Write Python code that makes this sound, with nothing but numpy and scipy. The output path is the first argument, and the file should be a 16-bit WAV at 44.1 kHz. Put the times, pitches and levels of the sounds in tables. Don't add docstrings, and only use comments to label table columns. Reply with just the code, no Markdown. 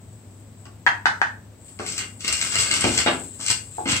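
import sys
import numpy as np
from scipy import signal
from scipy.fft import rfft, irfft
from scipy.io import wavfile
from scipy.ndimage import uniform_filter1d, minimum_filter1d

SR = 44100
rng = np.random.default_rng(int(sys.argv[2]) if len(sys.argv) > 2 else 0)


def dump(signal):
    limited = np.clip(np.atleast_2d(signal).T, -1, 1)
    pcm = np.round(limited * 32767).astype(np.int16)
    wavfile.write(sys.argv[1], SR, pcm)


N = 176400


def amp(db):
    return 10 ** (np.asarray(db) / 20)


def unit(x):
    return x / np.sqrt(np.mean(x ** 2) + 1e-20)


def read(points, hz):
    point_hz, value = np.transpose(points)
    return np.interp(np.log(hz + 1), np.log(point_hz + 1), value)


def add(mix, start_s, sound):
    part = mix[max(round(start_s * SR), 0):][:len(sound)]
    part += sound[:len(part)]


def colour(x, points, peaks=(), size=4096):
    hz = abs(np.fft.fftfreq(size, 1 / SR))
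    resonance = 1 + sum(amp(db) / (1 + (2 * (hz - f) / width) ** 2) for f, width, db in peaks)
    gain = amp(read(points, hz)) * resonance
    spectrum = np.exp(np.conj(signal.hilbert(np.log(gain))))
    taps = np.fft.ifft(spectrum).real
    return signal.oaconvolve(x, taps)[:len(x)]


def band(x, hz, kind, order=2):
    sections = signal.butter(order, min(hz, SR / 2 - 1), kind, fs=SR, output="sos")
    return signal.sosfilt(sections, x)


def ring(modes, pitch=1):
    t = np.arange(SR // 2) / SR
    return sum(amp(db - 60 * t / t60) * np.sin(2 * np.pi * hz * pitch * t) for hz, db, t60 in modes)


def burst(t60):
    t = np.arange(SR // 2) / SR
    return rng.standard_normal(len(t)) * np.exp(-np.log(1000) * t / t60)


def grains(per_s, spread_db):
    size = amp(spread_db * np.minimum(rng.exponential(1, N), 5))
    sign = rng.choice([-1, 1], N)
    present = rng.random(N) < per_s / SR
    return unit(size * sign * present)


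def wander(hz):
    rolloff = 1 + (np.fft.rfftfreq(N, 1 / SR) / hz) ** 4
    return unit(irfft(rfft(rng.standard_normal(N)) / rolloff, N))


MONO_BELOW_HZ = 680


def pair(a, b):
    same = 1 / (1 + (np.fft.rfftfreq(len(a), 1 / SR) / MONO_BELOW_HZ) ** 2)
    right = irfft(same * rfft(a) + np.sqrt(1 - same ** 2) * rfft(b), len(a))
    return np.array([a, right])


# pitch_hz, t60_s
ROOM_DECAY = [(100, 1), (500, 0.37), (1400, 0.29), (4000, 0.23), (10000, 0.31)]
ROOM_ONSET_S, ROOM_EVEN_HZ = 0.005, 45


def room_tail():
    t = np.arange(SR // 2) / SR
    noise = pair(*rng.standard_normal((2, len(t))))
    hz, when, z = signal.stft(noise, SR, nperseg=256)
    z *= np.exp(-np.log(1000) * when / read(ROOM_DECAY, hz)[:, None])
    onset = np.minimum(t / ROOM_ONSET_S, 1)
    decaying = signal.istft(z, SR)[1][:, :len(t)] * onset
    spectrum = rfft(decaying, SR)
    power = uniform_filter1d(abs(spectrum) ** 2, ROOM_EVEN_HZ, axis=1)
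    tail = irfft(spectrum / np.sqrt(power), SR)[:, :len(t)] * onset
    return tail / np.linalg.norm(tail[0])


# delay_s, left_gain, right_gain (both before echo_db)
WALL_ECHOES = [(.0032, 0.15, 0.16), (.0092, 0.13, 1), (0.0108, 0.083, 0.71), (0.0145, .4, .2),
               (.0255, 0.1, 0.42)]
RIGHT_LAG = 6
DRIFT_HZ = 2.1


def kitchen(x, room_db, echo_db, count=4):
    early = np.zeros((2, SR // 20))
    early[0, 0] = early[1, RIGHT_LAG] = 1
    for delay_s, left, right in WALL_ECHOES:
        early[:, round(delay_s * SR)] += amp(echo_db) * np.array([left, right])
    out = signal.oaconvolve(x[None], early, axes=1)[:, :N]
    turn = 2 * np.pi * DRIFT_HZ * np.arange(N) / SR
    shares = np.array([np.maximum(np.cos(turn - 2 * np.pi * k / count), 0) for k in range(count)])
    for share in shares / np.linalg.norm(shares, axis=0):
        out += amp(room_db) * signal.fftconvolve((x * share)[None], room_tail(), axes=1)[:, :N]
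    return out / np.sqrt(1 + amp(room_db) ** 2)


RING_LAG_S = 0.00035


def spread(x):
    delay = np.exp(-2j * np.pi * np.fft.rfftfreq(N, 1 / SR) * RING_LAG_S)
    return np.array([x, irfft(rfft(x) * delay, N)])


# (relative, per Hz)
STOVE_HEARD = [(20, -39), (33, -20), (50, -15), (70, -3), (105, 1.5), (140, -6.5), (230, -6.5),
               (340, -13.5), (600, -17), (1400, -27), (6000, -35), (8100, -35.5), (9600, -46.5),
               (12000, -41), (15500, -35)]
# pitch_hz, level_db (rms, before the balance of the microphones)
MOTOR_HUM = [(101, -49), (200, -69), (250, -61.5)]
STOVE_DB = -47.5


def stove():
    t = np.arange(N) / SR
    rumble = pair(*[unit(colour(z, STOVE_HEARD)) for z in rng.standard_normal((2, N))])
    hum = np.zeros(N)
    for hz, db in MOTOR_HUM:
        phase = 2 * np.pi * hz * t + 1.05 * wander(4.5)
        hum += amp(db) * np.sqrt(2) * np.sin(phase)
    return amp(STOVE_DB) * rumble + hum


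# time_s, level_db
SIZZLE_LOUDNESS = [(0, -57), (.7, -60.5), (1.55, -63), (1.674, -47.5), (1.686, -49), (2.15, -51),
                   (2.5, -33.5), (3.1, -38), (3.33, -41), (3.7, -43.5), (4, -40)]
# (relative, per Hz)
SIZZLE_HEARD = [(500, -24.5), (2000, -16), (4000, -15), (6000, -20), (7000, -8.5), (7900, 6.5), (8500, -1),
                (9500, -11.5), (10800, -66.5), (12500, -20), (15500, -26)]
POPS_PER_S, POP_SPREAD_DB, SIZZLE_ROOM_DB = 1300, 4.5, 7


def sizzle():
    level = amp(np.interp(np.arange(N) / SR, *np.transpose(SIZZLE_LOUDNESS)))
    pops = unit(colour(grains(POPS_PER_S, POP_SPREAD_DB), SIZZLE_HEARD))
    return kitchen(level * pops, SIZZLE_ROOM_DB, echo_db=-13)


# start_s, level_db, lowest_hz, highest_hz, chatter_t60_s, ring_db
PAN_BUMPS = [(0.037, -27, 60, 197, 0.058, 11.5), (0.655, -29.5, 235, 1780, 0.05, 4),
             (1.797, -14.5, 130, 1780, .06, -4), (2.842, 0.5, 87, 700, 0.16, 6),
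             (3.061, -4.5, 109, 3254, 0.054, 2), (3.073, -3.5, 110, 3100, 0.077, -11),
             (3.396, -27, 120, 1490, 0.063, 6), (3.782, -9.5, 650, 785, 0.033, 16),
             (3.858, -8, 100, 774, 0.061, -14)]
# pitch_hz, level_db (relative), t60_s
PAN_MODES = [(74, -4, .4), (118, -3, .45), (200, -9, .3), (252, 0, .4), (302, -7, .36), (338, -1, .45),
             (369, -4, .38), (452, -7, .32), (712, -7, .3), (750, -2, .28), (846, 2, .32), (1448, -8, .28),
             (2169, -10, .22)]
PAN_DB, THUD_DB, THUD_T60, CHATTER_DB, KNOCK_ROOM_DB = -28, 5.5, 0.027, -11, 5


def knocks():
    thuds, rings = np.zeros((2, N))
    for start_s, db, low_hz, high_hz, chatter_s, ring_db in PAN_BUMPS:
        thud = amp(THUD_DB) * (burst(THUD_T60) + amp(CHATTER_DB) * burst(chatter_s))
        pan_ring = amp(PAN_DB + ring_db) * ring(PAN_MODES)
        for mix, sound in (thuds, thud), (rings, pan_ring):
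            below = band(sound, high_hz, "low", order=4)
            contact = band(below, low_hz, "high", order=3)
            add(mix, start_s, amp(db) * contact)
    return kitchen(thuds, KNOCK_ROOM_DB, echo_db=-1) + spread(rings)


# time_s, level_db (rubbing, relative), extra_treble_db
STIR_STROKES = [
    [(1.79, -35, -3.5), (1.81, -49.5, -3.5), (1.885, -38, 5), (1.94, -49, 7), (1.965, -38, 0.5),
     (1.99, -32.5, 0.5), (2.03, -39, -30), (2.08, -70, 4)],
    [(2.195, -63.5, 21.5), (2.235, -39.5, -1.5), (2.28, -32.5, -9.5), (2.33, -30, -3.5), (2.38, -36.5, 6),
     (2.42, -32, -2), (2.5, -37.5, -0.5), (2.57, -23.5, -5), (2.598, -26, 4), (2.607, -25, 10),
     (2.624, -33, 2), (2.636, -31.5, -1), (2.7, -33, -9), (2.712, -28, -32), (2.76, -28, 5.5),
     (2.8, -33, -19), (2.85, -24, -8), (2.93, -34.5, 2), (3.0, -23, -2), (3.05, -43, -36), (3.16, -38, -18)],
    [(3.39, -70, 28), (3.402, -45, 6), (3.45, -37, 3), (3.47, -34.5, 6.5), (3.52, -28, 1.5),
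     (3.545, -82, -13), (3.61, -73, -3)],
    [(3.855, -31, -28), (3.87, -27, -8), (3.92, -23.5, -3), (3.945, -25.5, -20), (3.97, -33, -16),
     (4.0, -59, -9)],
]
# start_s, level_db (relative)
GRIT_CATCHES = [(0.654, -43), (1.683, -47), (1.863, -26), (1.979, -19), (2.206, -29.5), (2.278, -14.5),
                (2.325, -16), (2.413, -16.5), (2.542, -39), (2.712, -13.5), (2.738, -18), (2.808, -15),
                (3.463, -20.5), (3.483, -17.5), (3.572, -46), (3.964, -18.5)]
# (relative, per Hz)
RUBBING_HEARD = [(30, -31), (70, 2.5), (150, -2.5), (330, -5), (600, -8.5), (950, -9.5), (1250, -1),
                 (1800, -7), (2400, 0), (3700, -2.5), (5000, -0.5), (7000, -3.5), (7800, 7), (8300, 2),
                 (9500, -14), (10700, -34.5), (12500, -19.5), (15500, -28.5)]
# pitch_hz, width_hz, level_db (over the spectrum)
PAN_WALL = [(1550, 137, 4.5), (2109, 147, 7.5), (2802, 59, 10.5), (3330, 47, -1), (4487, 117, 2),
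            (5300, 135, -2), (6080, 70, -1)]
RUB_DB, TREBLE_HZ, RUB_ROOM_DB = 9.5, 3870, 0.5
SLIPS_PER_S, SLIP_SPREAD_DB, JUDDER_DB, JUDDER_HZ = 9000, 3, 4.18, 114
CATCH_S, CATCH_DB, CATCH_LOWEST_HZ = 0.0029, -3.5, 2380


def scrape():
    t = np.arange(N) / SR
    level, treble, grit = np.zeros((3, N))
    for stroke in STIR_STROKES:
        time_s, db, extra_db = np.transpose(stroke)
        touching = (t >= time_s[0]) * (t <= time_s[-1])
        gain = amp(np.interp(t, time_s, db)) * touching
        level += gain
        treble += gain * amp(np.interp(t, time_s, extra_db))
    for start_s, db in GRIT_CATCHES:
        age = np.maximum(t - start_s, 0) / (CATCH_S / 2)
        grit += amp(CATCH_DB + db) * age * np.exp(1 - age)
    judder = amp(JUDDER_DB * wander(JUDDER_HZ))
    slips = unit(grains(SLIPS_PER_S, SLIP_SPREAD_DB) * judder)
    drive = level * band(slips, TREBLE_HZ, "low", order=3)
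    drive += treble * band(slips, TREBLE_HZ, "high", order=3)
    drive += grit * band(rng.standard_normal(N), CATCH_LOWEST_HZ, "high")
    rubbing = amp(RUB_DB) * colour(drive, RUBBING_HEARD, PAN_WALL)
    return kitchen(rubbing, RUB_ROOM_DB, echo_db=-2.5)


# start_s, level_db, pitch_factor, brightness_hz, crack_db
CUP_TAPS = [(0.8651, 5.5, 1.044, 4000, -10), (1.0567, 4.5, 0.97, 2100, 0.5), (1.2162, 2.5, 0.99, 1610, -6)]
# pitch_hz (before pitch_factor), level_db (relative), t60_s
CUP_MODES = [(932, -10.5, 0.022), (1240, -13.5, 0.0091), (1595, -3.5, 0.016), (1753, -7.5, 0.016),
             (2400, -16, 0.0063), (3033, -24, 0.064), (4060, -22.5, .008), (6050, -23.5, 0.0093)]
# pitch_hz, level_db (relative), t60_s
PAN_ANSWER = [(791, -28, .22), (868, -29, .25), (933, -28, .26), (987, -33, .28), (1260, -32, .24),
              (1552, -22, .24), (1618, -21, .2), (1668, -21, .22), (1743, -24, .23), (1814, -25, .25),
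              (1880, -25, .26)]
CRACK_DB, CRACK_T60, CUP_DB, CUP_ROOM_DB = -18.5, 0.076, -1, -0.5
CUP_LOWEST_HZ, CUP_THUMP_DB = 766, -10.5


def cup():
    clack, answer = np.zeros((2, N))
    for start_s, db, pitch, bright_hz, crack_db in CUP_TAPS:
        crack = amp(CRACK_DB + crack_db) * band(burst(CRACK_T60), 5000, "low", order=3)
        hollow = band(ring(CUP_MODES, pitch), bright_hz, "low", order=1)
        add(clack, start_s, amp(CUP_DB + db) * (hollow + crack))
        add(answer, start_s, amp(db - 2.5) * ring(PAN_ANSWER))
    thump = amp(CUP_THUMP_DB) * band(clack, 210, "high")
    radiated = band(clack, CUP_LOWEST_HZ, "high", order=3) + thump
    return kitchen(radiated, CUP_ROOM_DB, echo_db=-6) + spread(band(answer, 350, "high"))


BLADE_PAN_DB = 1


def scene():
    blade = (knocks() + scrape()) * amp([[BLADE_PAN_DB / 2], [-BLADE_PAN_DB / 2]])
    return stove() + sizzle() + blade + cup()


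# pitch_hz, level_db (left minus right)
MIC_BALANCE = [(100, 2.5), (400, 2), (1400, 1), (3000, -1), (4500, 2), (7700, 9.5), (9500, 1.5),
               (12000, 0.5)]
EDGE_HZ = 15850


def record(dry):
    tilt_db = read(MIC_BALANCE, np.fft.rfftfreq(N, 1 / SR)) / 2
    heard = irfft(rfft(dry) * amp([tilt_db, -tilt_db]), N)
    needed = 1 / np.maximum(abs(heard).max(0), 1)
    gain = uniform_filter1d(minimum_filter1d(needed, size=89), size=89)
    edge = signal.firwin(511, EDGE_HZ, window=("kaiser", 9), fs=SR)
    return signal.oaconvolve(heard * gain, edge[None], "same")


dry = scene()
out = record(dry)
dump(out)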